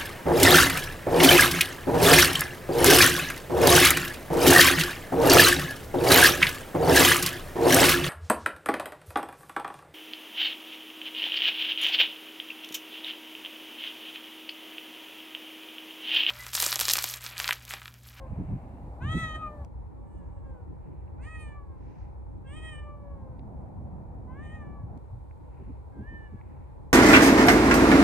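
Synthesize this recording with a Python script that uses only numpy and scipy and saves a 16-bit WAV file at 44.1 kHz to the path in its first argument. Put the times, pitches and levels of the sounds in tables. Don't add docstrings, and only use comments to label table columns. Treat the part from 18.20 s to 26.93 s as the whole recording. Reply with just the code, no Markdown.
import sys
import numpy as np
from scipy import signal
from scipy.fft import rfft, irfft, next_fast_len
from scipy.io import wavfile
from scipy.ndimage import map_coordinates

SR = 44100
rng = np.random.default_rng(int(sys.argv[2]) if len(sys.argv) > 2 else 0)


def materialize(psi):
    bounded = np.clip(np.atleast_2d(psi).T, -1, 1)
    quanta = np.round(bounded * 32767).astype(np.int16)
    wavfile.write(sys.argv[1], SR, quanta)


N = 384986

# (time [s], pitch [Hz], level into the tract [dB], mouth opening [0-1])
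OPENING_MEOW = [(0, 542, -56.5, 0.07), (.09, 512, -63.5, 0.08), (.18, 485, -77, .05)]
LOUD_MEOW = [(0.801, 477, -68.5, 0.15), (0.821, 500, -70.5, 0.62), (0.861, 588, -64, 0.72),
             (0.915, 641, -60.5, 0.87), (0.995, 655.3, -61.5, 0.99), (1.161, 616.7, -59.5, 0.74),
             (1.21, 630, -61.7, 0.58), (1.278, 607.6, -58.5, 0.42), (1.324, 602, -63.5, 0.12),
             (1.454, 563, -69.5, 0.0)]
FAINT_MEOW = [(1.741, 542, -75, 0.06), (1.879, 581, -71, 0.61), (1.98, 582, -68.5, 0.68),
              (2.03, 555, -66.5, 0.56), (2.102, 572.4, -73, 0.61), (2.3, 534.5, -63, 0.43),
              (2.48, 450, -70, 0.35)]
SHORT_MEOW = [(2.985, 466, -85, 0.42), (3.018, 518, -82.5, 0.78), (3.07, 620, -68.5, 0.83),
              (3.131, 637, -67, 0.78), (3.212, 619.4, -73, 0.95), (3.289, 590, -75.5, 0.85),
              (3.362, 583, -66, 0.44), (3.439, 564, -75.5, 0.22), (3.59, 516, -83, 0.22)]
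LONG_MEOW = [(4.237, 536, -73, 0.31), (4.277, 531, -66.5, 0.73), (4.367, 624.5, -65.5, 0.9),
             (4.478, 632, -59.5, 0.84), (4.564, 596, -63, 0.79), (4.665, 589.6, -60, 0.44),
             (4.8, 577.6, -61.5, 0.14), (4.931, 559.5, -62, 0.11), (5.19, 493, -68, 0.037)]
PLEADING_MEOW = [(6.071, 494, -73, 0.21), (6.135, 517.5, -62.5, 0.45), (6.233, 613.5, -69.5, 0.8),
                 (6.28, 601.5, -71.5, 0.92), (6.353, 624, -68, 0.85), (6.45, 579, -66.5, 0.63),
                 (6.53, 582, -69, 0.48), (6.619, 564, -69.5, 0.3), (6.73, 548, -85, 0.02)]
THIN_MEOW = [(7.72, 544, -76, 0.37), (7.806, 523, -77.5, 0.64), (7.884, 597, -67, 0.7),
             (7.95, 599.5, -69.5, 0.79), (8.064, 582, -73.5, 0.79), (8.112, 577, -65, 0.34),
             (8.22, 556, -67, 0.35)]
# (frequency [Hz], gain [dB])
LOUD_VOICE = [(550, -1.5), (1200, 9.5), (1850, -1), (2500, -5.5), (3200, -10), (3900, -12), (4800, -31),
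              (5500, -36), (6400, -21), (8300, -33.5), (10500, -46), (14000, -48)]
FAINT_VOICE = [(550, 1.5), (1200, -3), (1850, -18.5), (2400, -19), (3200, -10), (3900, -33), (4800, -32),
               (6400, -7), (8300, -5.5), (10500, -37), (14000, -40)]
SHORT_VOICE = [(550, -4), (1200, 5), (1850, 0), (2500, -5), (3200, -11.5), (3900, -21), (4800, -19.5),
               (5500, -39), (6400, -20.5), (8300, -26), (10500, -35), (14000, -69)]
LONG_VOICE = [(550, -1), (1200, -4), (1850, -9.5), (2500, -8.5), (3200, -13), (3700, -23.5), (4200, -36.5),
              (4900, -32), (6400, -33), (8300, -22), (10500, -49), (14000, -52)]
PLEADING_VOICE = [(550, -4.5), (1200, 3), (1850, -1.5), (2500, -8.5), (3200, -12), (3900, -21), (4800, -41),
                  (6400, -24), (8300, -30.5), (10500, -42), (14000, -48)]
THIN_VOICE = [(550, -10), (1200, -10.5), (1850, 6.5), (2500, -15.5), (3200, -8), (3900, -30), (4800, -35),
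              (6400, -28), (8300, -45), (10500, -43), (14000, -49)]
# (time [s], half-width [s], extra rasp [dB], surge [dB])
CATCHES = [(.835, .025, 9.5, 2), (.93, .015, 0, 1.5), (1.16, .012, 4.5, 3.5), (1.225, 0.017, 7.5, -0.5),
           (1.269, 0.013, 11, 3.5), (3.037, 0.028, 17.5, 0.5), (3.2, 0.03, -2, 1.5), (4.328, .03, 2.5, 0.5),
           (6.246, 0.018, 5, 2), (6.355, 0.016, 0, 1.5), (7.8, .04, 12, 0)]
# (frequency [Hz], left lead [rad])
FROM_FRONT = [(620, .3), (1260, .6), (1920, -1.5), (2560, 1.1), (3200, 1.7), (3850, 2.1), (8000, 1.4)]
FROM_ROCK = [(600, .5), (1220, .5), (1860, -.65), (2480, .05), (3120, 1.55), (3750, 2.2), (8000, 1.35)]
FROM_TREES = [(600, 1.1), (1180, 1.5), (1790, -1.8), (2380, -.8), (2980, -.3), (3570, -1.3), (8000, 1.5)]
# (frequency [Hz], left over right [dB])
PORT_BALANCE = [(600, 0.5), (1250, 3), (1850, 0), (2500, -1.5), (3900, -6.5), (8000, 0)]
# (gesture, voice, place, pan left [dB], base rasp [dB], then with the jaw wide open:
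# mouth resonance [Hz], throat resonance [Hz], brightness [dB/octave])
MEOWS = [(OPENING_MEOW, LONG_VOICE, FROM_FRONT, 0, -43, 3100, 3100, 4.9),
         (LOUD_MEOW, LOUD_VOICE, FROM_FRONT, 1.1, -21.5, 1926, 3480, 5.86),
         (FAINT_MEOW, FAINT_VOICE, FROM_ROCK, 0, -29, 2550, 3200, .1),
         (SHORT_MEOW, SHORT_VOICE, FROM_ROCK, -1.8, -27, 2210, 2930, 5.5),
         (LONG_MEOW, LONG_VOICE, FROM_ROCK, -.5, -23, 2280, 3480, 5),
         (PLEADING_MEOW, PLEADING_VOICE, FROM_ROCK, -.3, -16.5, 2090, 3040, 3.27),
         (THIN_MEOW, THIN_VOICE, FROM_TREES, -3.5, -23, 2120, 3090, 2.3)]

# (frequency [Hz], relative level [dB])
RUMBLE = [(13, -36), (22, -25.5), (30, -19), (40, -8), (58, 0.5), (75, -1), (110, -9), (150, -19),
          (250, -39), (440, -120)]
LOW_WIND = [(60, -21), (130, 0.5), (190, -4), (260, -4.5), (350, -11), (450, -21), (800, -34.5),
            (1500, -73)]
WASH = [(150, -25), (310, -10.5), (450, -2), (600, -0.5), (800, 1.5), (1000, -3.5), (1250, -14),
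        (1600, -20.5), (2500, -27.5), (3000, -48), (5000, -58.5)]
BREEZE = [(50, -10.5), (100, 1.5), (170, -0.5), (250, -5), (400, -18.5), (600, -15.5), (800, -14),
          (1000, -23), (1300, -34.5), (3000, -64.5)]
HISS = [(500, -20.5), (2500, 2), (4000, 5.5), (5500, -1.5), (9500, 3), (11500, -12), (14000, 1),
        (15500, -13.5)]
# (frequency [Hz], left-right correlation [0-1])
CORRELATION = [(40, 0.9), (300, .92), (800, 0.82), (1050, 0.41), (1500, 0.25), (2500, 0.21), (4000, 0.1),
               (14000, 0.24)]
STRETCH_STARTS = [0, 1.455, 6.78]
# (rumble [dB], low wind [dB], wash [dB], hiss [dB], left lead [ms])
STRETCHES = [(-41.5, -49, -53, -78.5, .17), (-42, -49.5, -57, -85.5, 2.177),
             (-44, -52.5, -57.5, -82.5, 2.14)]
# (centre time [s], half-length [s], level before trim [dB], corner [Hz])
GUSTS = [(0.12, 0.03, -29.5, 111), (.211, 0.056, -28, 234), (0.249, 0.17, -35.5, 110),
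         (0.328, 0.067, -26, 186), (0.843, 0.042, -27.5, 191), (0.897, 0.047, -25.5, 169),
         (0.962, .04, -22, 252), (1.04, .06, -32, 180), (6.654, .05, -33, 110.6), (6.95, 0.066, -36, 107.6),
         (7.414, 0.029, -41, 320), (7.496, 0.045, -38.5, 278), (7.801, 0.072, -36.5, 280),
         (7.934, 0.041, -41.5, 297), (8.144, .031, -36, 260)]
# (centre time [s], half-length [s], crest level [dB], centre
# [Hz])
SWELLS = [(0.249, 0.39, -68, 1880), (0.56, .25, -73.5, 1950), (2.733, 0.27, -76.5, 1850),
          (3.749, 0.26, -71, 1896), (3.75, 0.26, -81, 4600), (7.417, 0.31, -74, 1900),
          (8.321, 0.4, -73, 1780)]
# (time [s], peak [dB], centre
# [Hz], half-width [octaves])
TICKS = [(1.448, -46, 2400, 2), (2.879, -57, 2000, .5), (5.194, -51, 2600, .8), (6.776, -54, 3200, 1.8),
         (7.111, -52, 1950, .5), (8.213, -48, 1700, .55)]

MOUTH_SHUT_HZ, THROAT_SHUT_HZ, HIGH_SHUT_HZ, HIGH_OPEN_HZ = 686, 1680, 7260, 8610
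SHUT_DULL_DB = 17.5
BREEZE_START_S, BREEZE_RISE_S, BREEZE_DB = 4.41, 1, -46


def amp(db):
    return 10 ** (np.asarray(db) / 20)


def unit(x):
    return x / np.sqrt(np.mean(x ** 2) + 1e-20)


def along(points, hz):
    freqs, values = np.transpose(points)
    return np.interp(np.log(hz + 1), np.log(freqs + 1), values)


def curves(rows, t):
    times, *columns = np.transpose(rows)
    return [np.interp(t, times, column) for column in columns]


def wobble(rate, size):
    knots = rng.standard_normal(int(size * rate / SR) + 4)
    return map_coordinates(knots, [np.arange(size) * rate / SR])


def filtered(x, response):
    size = x.shape[-1]
    padded = next_fast_len(size + 8192)
    return irfft(rfft(x, padded) * response(np.fft.rfftfreq(padded, 1 / SR)), padded)[..., :size]


def add(out, s, x):
    start = round(s * SR)
    x, start = x[..., max(-start, 0):], max(start, 0)
    part = out[:, start:start + x.shape[-1]]
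    part += x[..., :part.shape[-1]]


def jaw(opening, mouth_open_hz, throat_open_hz, open_bright_db):
    opening = np.clip(opening, 0, 1)
    between = lambda shut, wide: shut + (wide - shut) * opening
    return (between(MOUTH_SHUT_HZ, mouth_open_hz), between(THROAT_SHUT_HZ, throat_open_hz),
            between(HIGH_SHUT_HZ, HIGH_OPEN_HZ), between(open_bright_db - SHUT_DULL_DB, open_bright_db))


def tract(hz, voice, mouth_hz, throat_hz, high_hz, bright_db):
    peak = lambda centre, width: 1 / (1 + ((hz - centre) / width) ** 2)
    resonances = 16 * peak(mouth_hz, 315) + 11 * peak(throat_hz, 280)
    high_pair = 14 * peak(high_hz, 230) + 8 * peak(1.235 * high_hz, 270)
    slope = bright_db * np.log2(np.maximum(hz / 600, 1))
    return amp(along(voice, hz) + resonances + high_pair + slope)


def catches(t):
    return sum(np.outer([rasp_db, surge_db], np.exp(-((t - s) / width) ** 2))
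               for s, width, rasp_db, surge_db in CATCHES)


def rasp(gesture, voice, wide_open, pitch, phase):
    puffs = rng.standard_normal(len(phase)) * (1 + np.cos(phase)) * np.sqrt(SR / 2 / pitch)
    hz, frame_s, spectra = signal.stft(puffs, SR, nperseg=512)
    hz = hz[:, None]
    opening = curves(gesture, gesture[0][0] + frame_s)[2]
    breath_db = along([(600, -9.5), (1500, -12.5), (2150, -1), (2800, -7.5), (3500, 9), (8000, 13.5)], hz)
    colour = tract(hz, voice, *jaw(opening, *wide_open)) * amp(breath_db)
    return signal.istft(spectra * colour, SR, nperseg=512)[1][:len(phase)]


def meow(gesture, voice, rasp_db, wide_open,
         jitter=.0033, waver=.003, shimmer_db=1.27, flutter_db=2, drift_db=3):
    t = np.arange(gesture[0][0], gesture[-1][0], 1 / SR)
    size, age = len(t), t - t[0]
    pitch, level_db, opening = curves(gesture, t)
    shape = jaw(opening, *wide_open)
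    catch_db, surge_db = catches(t)
    shake = jitter * amp(.79 * catch_db)
    pitch = pitch * (1 + waver * wobble(35, size) + shake * wobble(330, size))
    phase = 2 * np.pi * np.cumsum(pitch) / SR
    tone = np.zeros(size)
    for k in range(1, 25):
        flutter = amp(flutter_db * wobble(28.9, size) + drift_db * min(k / 10, 1) * wobble(8.6, size))
        harmonic = np.sqrt(2) * np.sin(k * phase + rng.uniform(0, 2 * np.pi))
        tone += flutter * tract(k * pitch, voice, *shape) * harmonic
    hoarse_db = rasp_db + 7 - 14 * age + catch_db
    breath = amp(hoarse_db) * rasp(gesture, voice, wide_open, pitch, phase)
    fade = np.clip(age / .0056, 0, 1) * np.clip((t[-1] - t) / .025, 0, 1)
    return fade * amp(level_db + surge_db + shimmer_db * wobble(62.3, size)) * (tone + breath)


def cats():
    out = np.zeros((2, N))
    sides = np.array([[.5], [-.5]])
    for gesture, voice, place, pan_db, rasp_db, *wide_open in MEOWS:
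        balance = lambda hz: amp(sides * (pan_db + along(PORT_BALANCE, hz)))
        ports = lambda hz: balance(hz) * np.exp(1j * sides * along(place, hz))
        add(out, gesture[0][0], filtered(meow(gesture, voice, rasp_db, wide_open), ports))
    return out


def garden(x, t60=.3, wet_db=-23):
    t = np.arange(SR // 2) / SR
    tail = rng.standard_normal((2, len(t))) * amp(-60 * t / t60) * (t > .005)
    return x + amp(wet_db) * signal.fftconvolve(x, tail / np.linalg.norm(tail[0]), axes=1)[:, :N]


def rush(gain, size, lead_ms=0):
    spread = lambda hz: np.arccos(np.clip(along(CORRELATION, hz), -1, 1)) / 2
    white = rng.standard_normal((2, size))
    mid, side = filtered(white, lambda hz: gain(hz) * [np.cos(spread(hz)), np.sin(spread(hz))])
    right = filtered(mid - side, lambda hz: np.exp(-2j * np.pi * hz * lead_ms / 1000))
    return unit(np.array([mid + side, right]))


def air(rumble_drift_db=.1, wind_drift_db=2, wash_drift_db=.88, breeze_drift_db=1.9):
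    out = np.zeros((2, N))
    ends = STRETCH_STARTS[1:] + [N / SR]
    for start, end, mix in zip(STRETCH_STARTS, ends, STRETCHES):
        rumble_db, wind_db, wash_db, hiss_db, lead_ms = mix
        t = np.arange(start - .01, end + .01, 1 / SR)
        size = len(t)
        noise = lambda colour, lead_ms=0: rush(lambda hz: amp(along(colour, hz)), size, lead_ms)
        rumble = amp(rumble_db + rumble_drift_db * wobble(3.6, size)) * noise(RUMBLE, lead_ms)
        wind = amp(wind_db + wind_drift_db * wobble(12, size)) * noise(LOW_WIND, lead_ms)
        wash = amp(wash_db + wash_drift_db * wobble(7.9, size)) * noise(WASH, lead_ms)
        rise = np.clip((t - BREEZE_START_S) / BREEZE_RISE_S, 0, 1) * (start < BREEZE_START_S)
        breeze = rise * amp(BREEZE_DB + breeze_drift_db * wobble(14, size)) * noise(BREEZE, lead_ms=.2)
        hiss = amp(hiss_db) * noise(HISS)
        crossfade = np.sqrt(np.clip(np.minimum(t - t[0], t[-1] - t) / .02, 0, 1))
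        add(out, t[0], crossfade * (rumble + wind + wash + breeze + hiss))
    return out


def gusts(trim_db=-7.5):
    out = np.zeros((2, N))
    low_cut = lambda hz: (hz / 55) ** 3 / (1 + (hz / 55) ** 3)
    for s, half_s, db, corner_hz in GUSTS:
        size = int(2 * half_s * SR)
        eddy = rush(lambda hz: low_cut(hz) / (1 + (hz / corner_hz) ** 4.43), size)
        add(out, s - half_s, amp(db + trim_db) * unit(eddy * np.hanning(size)))
    return out


def band(hz, centre_hz, octaves):
    return 1 / (1 + (np.log2((hz + 1) / centre_hz) / octaves) ** 6)


def swells(grain_db=2.2):
    out = np.zeros((2, N))
    for s, half_s, db, centre_hz in SWELLS:
        size = int(2 * half_s * SR)
        noise = rush(lambda hz: band(hz, centre_hz, octaves=.56), size)
        grainy = unit(noise * amp(grain_db * wobble(250, size)))
        add(out, s - half_s, amp(db) * grainy * np.hanning(size))
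    return out


def ticks(t60=.0082):
    out = np.zeros((2, N))
    t = np.arange(-SR // 100, SR // 30) / SR
    for s, db, centre_hz, octaves in TICKS:
        burst = rng.standard_normal((2, len(t))) * amp(-60 * np.abs(t) / t60) * (t >= 0)
        tick = filtered(burst, lambda hz: band(hz, centre_hz, octaves))
        add(out, s + t[0], amp(db) * tick / np.abs(tick).max())
    return out


def scene():
    return garden(cats() + ticks() + swells()) + air() + gusts()


def record(dry, top_hz=15300):
    return filtered(dry, lambda hz: hz < top_hz)


dry = scene()
out = record(dry)
materialize(out)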